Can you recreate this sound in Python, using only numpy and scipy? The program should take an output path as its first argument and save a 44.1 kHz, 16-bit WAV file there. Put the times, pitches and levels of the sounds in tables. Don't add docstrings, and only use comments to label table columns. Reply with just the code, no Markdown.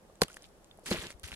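import sys
import numpy as np
from scipy import signal
from scipy.fft import rfft, irfft
from scipy.io import wavfile

SR = 44100
rng = np.random.default_rng(int(sys.argv[2]) if len(sys.argv) > 2 else 0)


def transcribe(u):
    v = np.clip(np.atleast_2d(u).T, -1, 1)
    q = np.round(v * 32767).astype(np.int16)
    wavfile.write(sys.argv[1], SR, q)


N = 59535
T = np.arange(N) / SR
LAG_MS = 0.11
PORT_DELAY_S = np.array([[LAG_MS / 1000], [0]])
SIDES = np.array([[1], [-1]])


def amp(db):
    return 10 ** (np.asarray(db) / 20)


def unit(x):
    return x / np.sqrt(np.mean(x ** 2))


def colour(x, points):
    hz, db = np.array(points, float).T
    f = np.maximum(np.fft.rfftfreq(x.shape[-1], 1 / SR), 1)
    return irfft(rfft(x) * amp(np.interp(np.log(f), np.log(hz), db)), x.shape[-1])


def since(start_s, lag_ms=LAG_MS):
    return np.maximum(T - start_s - np.array([[lag_ms / 1000], [0]]), 0)


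def swell(t, rise_ms):
    u = t / (rise_ms / 1000)
    return u * np.exp((1 - np.minimum(u * u, 120)) / 2)


def outdoors():
    # frequency_hz, gain_db
    air = [(15, -28), (25, -1.5), (54, -8), (135, -9.5), (172, -5), (278, -11), (318, -8.5), (573, -9),
           (2370, -30.5), (3350, -31), (4040, -33), (7890, -33.5), (15000, -36.5)]
    mid = unit(colour(rng.standard_normal(N), air))
    side = unit(colour(rng.standard_normal(N), air))
    side = colour(side, [(300, -11), (2000, 0.9)])
    buffeting = [(8, -8), (25, -12), (60, 15), (150, -44), (1000, -73)]  # frequency_hz, gain_db
    wind = unit(colour(rng.standard_normal((2, N)), buffeting))
    return amp(-60) * (mid + side * SIDES) + amp(-71) * wind


def yard_echo(near, peak_ms=21, level_db=-29, low_cut_hz=600):
    tail = rng.standard_normal((2, N // 4)) * swell(T[:N // 4], peak_ms)
    tail = tail / np.sqrt(np.sum(tail ** 2, axis=1, keepdims=True))
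    highs = signal.sosfilt(signal.butter(2, low_cut_hz, "high", fs=SR, output="sos"), near)
    return amp(level_db) * signal.fftconvolve(highs, tail, axes=1)[:, :N]


def bubbles(low_hz, high_hz, count, samples, ring_cycles=1.63, pan_db=4.5):
    when, pitch, strength, direction, pan = rng.random((count, 5)).T[:, :, None]
    hz = low_hz * (high_hz / low_hz) ** pitch
    gain = amp(-4 * np.log(1 - .97 * strength)) * hz / high_hz
    lag_s = (LAG_MS + 0.057 * (4 * direction - 2)) / 1000
    steps = np.arange(samples)
    index = ((when * N).astype(int) + steps).ravel()
    ports = []
    for side in (1, -1):
        cycles = np.maximum((steps - samples / 20) / SR - side * lag_s / 2, 0) * hz
        port_gain = gain * amp(side * pan_db * (pan - .5))
        rings = port_gain * np.exp(-cycles / ring_cycles) * np.sin(2 * np.pi * cycles)
        ports.append(np.bincount(index, rings.ravel(), N)[:N])
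    return np.array(ports)


def pulp():
    # time_s, squelch_db, squish_db, fizz_db (before each layer's cap and trim)
    settle = [(0.247, -41.5, -51, -61), (0.265, -92, -71, -72), (0.307, -93, -62.5, -61),
              (0.359, -85, -73, -67), (0.369, -96, -54.5, -49.5), (0.381, -91, -65.5, -75),
              (0.463, -88, -71.5, -66.5), (0.481, -94, -104, -80), (0.49, -83, -84, -64)]
    skid = [(0.835, -55, -90, -68), (0.849, -63, -74, -67), (0.863, -55.5, -42, -43),
            (0.897, -42.5, -46, -46.5), (0.907, -45, -44.5, -38), (0.915, -17, -37.5, -40.5),
            (0.925, -40, -36.5, -40), (0.957, -43, -42, -50.5), (1.017, -54, -44, -52),
            (1.025, -45.5, -46, -51.5), (1.065, -47.5, -47, -55), (1.091, -73, -55.5, -61.5),
            (1.107, -61, -51, -53.5), (1.145, -74, -72, -75)]
    roll = [(1.233, -53, -47, -60), (1.239, -88, -47, -48), (1.273, -55, -53.5, -55.5),
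            (1.285, -71, -55, -50), (1.301, -54.5, -53.5, -60), (1.315, -71, -59, -56.5),
            (1.327, -59, -54.5, -56.5), (1.345, -56.5, -45.5, -56), (1.35, -64, -79, -58)]
    # frequency_hz, gain_db
    squelch_tone = [(40, -18), (100, -1.5), (200, -0.5), (300, -0.5), (480, -2), (700, -12), (1100, -10),
                    (2500, -47)]
    squish_tone = [(400, -19), (900, -3), (1400, 0), (1900, 3), (2400, 2), (3100, 3), (4200, 0),
                   (5500, -17.5), (9000, -49)]
    fizz_tone = [(2500, -35), (4500, -1), (5800, -4), (8000, -4.5), (10500, -5.5), (12500, -8.5),
                 (15500, -15)]
    moves = [np.array(move) for move in (settle, skid, roll)]

    def envelope(column, trim_db, cap_db=0):
        curves_db = [np.interp(T, m[:, 0], m[:, column], left=-np.inf, right=-np.inf) for m in moves]
        return sum(amp(np.minimum(db, cap_db) + trim_db) for db in curves_db)

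    squelch = unit(colour(bubbles(105, 1090, count=2200, samples=900), squelch_tone))
    squish = unit(colour(bubbles(990, 6430, count=5000, samples=220), squish_tone))
    fizz = unit(colour(bubbles(4370, 16100, count=6500, samples=120), fizz_tone))
    return (squelch * envelope(1, trim_db=1.5, cap_db=-37)
            + squish * envelope(2, trim_db=0.5)
            + fizz * envelope(3, trim_db=1))


def pops(samples=2048, glide=0.144, tick_ms=0.28):
    # (gain on the tick, on top of level_db)
    pockets = [(.0982, 525, -45, 1.4, -16), (0.0988, 1110, -57, 6.7, -28), (.1558, 7020, -51, 3, 11),
               (.2108, 810, -37.5, 3.6, -12), (.2182, 2100, -12, 1.24, 5), (.2825, 2950, -38, 2.6, 3),
               (.2838, 1200, -46.5, 4.6, -12), (.2875, 2740, -43, 1.6, -12), (.2928, 2200, -56, 2, -10),
               (.3000, 2070, -44, 1.4, 8), (.3020, 1370, -45.5, 7, -4), (.3174, 5900, -38.5, 1.1, 1.5),
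               (.3304, 6550, -38.5, 3.6, -21), (.3358, 5000, -48, 0.92, -12), (.3428, 2810, -39.5, 2.9, 7),
               (.3440, 8900, -32, 1.5, -8), (.3643, 10400, -40, 2.5, -14), (.3690, 1670, -30, 1.4, -21),
               (.4229, 5300, -37, 2, -1.5), (.4310, 9800, -39.5, 2.1, -23), (.4424, 3800, -36.5, 1.5, -13),
               (.6450, 6600, -42, 1.8, -4), (.7124, 3370, -42.5, 6.9, -9), (.7744, 10200, -40, 1.3, -17),
               (.7883, 630, -38.5, 1.17, -21), (.7950, 10000, -45.5, 3.4, -15), (.8652, 4740, -41, 2.4, -2),
               (.8767, 2580, -46, 1.2, 21), (.9252, 2520, -32, 1, -4), (.9436, 583, -30, 2.9, -14),
               (.9860, 2850, -28, 1.4, -7), (1.0220, 7050, -32, 3.3, -13), (1.0388, 1620, -31.5, 2, 2),
               (1.1040, 533, -44.5, 1.8, -8), (1.1048, 1960, -39.5, 3.5, -4), (1.1182, 6000, -36, 2.5, -13),
               (1.1260, 2150, -43.5, 2.5, 13), (1.1969, 11700, -30, 1, -8), (1.233, 9000, -47, 0.78, 3),
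               (1.2385, 4020, -30, 0.98, -20), (1.2857, 2520, -31.5, 1.7, -7),
               (1.3098, 1280, -42, 1.7, -37), (1.3187, 2640, -25.5, 1.6, -21),
               (1.3280, 2050, -26, 0.84, -18), (1.3408, 3570, -33.5, 1.3, 3.5)]
    out = np.zeros((2, N + samples))
    local_s = np.arange(samples) / SR
    t = np.maximum(local_s - PORT_DELAY_S, 0)
    for start_s, pitch_hz, level_db, ring_cycles, tick_db in pockets:
        fade = np.exp(-t * pitch_hz / ring_cycles)
        ring = fade * np.sin(2 * np.pi * pitch_hz * t * (1 + glide * (1 - fade) / 2))
        burst = 0.5 * rng.standard_normal(samples) * swell(local_s, tick_ms / 2)
        tick = np.interp(t, local_s, burst)
        i = int(start_s * SR)
        out[:, i:i + samples] += amp(level_db) * (ring + amp(tick_db) * tick)
    return out[:, :N]


def juice_sprays(scattered_share=0.96):
    # peak_s, rise_ms, decay_ms, level_db, centre_hz, width_octaves
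    sprays = [(0.212, 0.2, 1.1, -40.5, 5030, 2), (0.2178, 0.71, 3.4, -23.5, 4640, 0.75),
              (0.2185, 0.17, 0.39, -15.5, 8300, 0.48), (0.2205, 2.1, 3.5, -26.5, 2760, 1.4),
              (0.227, 1.7, 4.8, -34.5, 10000, 0.31), (0.2336, 0.37, 0.64, -25.5, 6300, 0.66),
              (0.2349, 0.95, 2.36, -24.5, 1780, 1.5), (0.453, 17, 7, -56.5, 3060, .45),
              (0.9275, 0.53, 0.95, -25.5, 3700, 0.58), (0.933, 2.4, 6.1, -35.5, 3330, 0.91),
              (1.0689, 0.64, 0.88, -34.5, 4320, 0.49), (1.1048, 0.78, 1.2, -40, 2840, 1.4),
              (1.2338, 0.64, 0.53, -40.5, 9100, 1.8), (1.278, 1, 1.1, -42, 10000, 0.94)]
    f = np.maximum(np.fft.rfftfreq(N, 1 / SR), 1)
    port_delay = np.exp(-2j * np.pi * f * PORT_DELAY_S)
    out = 0
    for peak_s, rise_ms, decay_ms, level_db, centre_hz, width_octaves in sprays:
        noise = rfft(rng.standard_normal((3, N)))
        direct = np.sqrt(1 - scattered_share) * noise[0] * port_delay
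        scattered = np.sqrt(scattered_share) * noise[1:]
        band = np.exp(-(np.log2(f / centre_hz) / width_octaves) ** 2 / 2)
        hiss = unit(irfft((direct + scattered) * band, N))
        past_peak_ms = 1000 * (T - peak_s)
        envelope = np.exp(-np.maximum(-past_peak_ms / rise_ms, past_peak_ms / decay_ms))
        out += amp(level_db) * hiss * envelope
    return out


def air_squirts(closing_ms=0.36):
    # start_s, from_hz, to_hz, rise_ms, level_db
    squirts = [(.2180, 1300, 4550, .85, -12), (.9146, 3950, 4250, 1.1, -24)]
    out = 0
    for start_s, from_hz, to_hz, rise_ms, level_db in squirts:
        t = since(start_s, lag_ms=0.08)
        pitch_hz = to_hz + (from_hz - to_hz) * np.exp(-(1000 * t / closing_ms) ** 2 / 2)
        phase = 2 * np.pi * np.cumsum(pitch_hz * (t > 0), axis=1) / SR
        out += amp(level_db) * swell(t, rise_ms) * np.sin(phase)
    return out


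def weight_shifts(left_over_right_db=15.5):
    # start_s, pitch_hz, rise_ms, level_db (before panning)
    shifts = [(0.2309, 119.8, 3.46, -31.5), (0.9427, 223, 1.8, -35), (0.984, 67, 8, -41),
              (1.146, 59.3, 7.9, -49), (1.234, 77, 13, -43), (1.316, 58.3, 11, -47.5)]
    out = 0
    for start_s, pitch_hz, rise_ms, level_db in shifts:
        t = since(start_s)
        out += amp(level_db) * swell(t, rise_ms) * np.sin(2 * np.pi * pitch_hz * t)
    return out * amp(SIDES * left_over_right_db / 2)


def boot_stamps():
    # start_s, contact_ms
    stamps = [(.2175, 2.3), (.9134, 0.68)]
    # pitch_hz, ring_ms, flat_stamp_db, skidding_stamp_db
    sole_modes = [(92.8, 11.8, -30, -65), (159.3, 5.6, -17, -38), (204, 9.3, -81, -21.5),
                  (354, 13.5, -39.5, -26), (472, 4.12, -10, -21), (762, 6.2, -23, -33.5),
                  (1057, 3.4, -16, -30.5), (1444, 1.53, -7.5, -24.5)]
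    out = 0
    for stamp, (start_s, contact_ms) in enumerate(stamps):
        t = since(start_s)
        attack = 1 - np.exp(-1000 * t / contact_ms)
        for pitch_hz, ring_ms, *levels_db in sole_modes:
            decay = np.exp(-(1000 * t / ring_ms) ** 2 / 2)
            out -= amp(levels_db[stamp]) * attack * decay * np.sin(2 * np.pi * pitch_hz * t)
    return out


def scene():
    near = boot_stamps() + weight_shifts() + air_squirts() + pops() + juice_sprays() + pulp()
    return near + yard_echo(near) + outdoors()


def record(dry, top_hz=15800):
    # frequency_hz, gain_db
    mic_response = [(1000, -1), (11000, 0.5), (13500, -5.5), (15000, -10), (16000, -13)]
    top_cut = signal.ellip(8, .2, 80, top_hz, fs=SR, output="sos")
    return signal.sosfilt(top_cut, colour(dry, mic_response))


dry = scene()
out = record(dry)
transcribe(out)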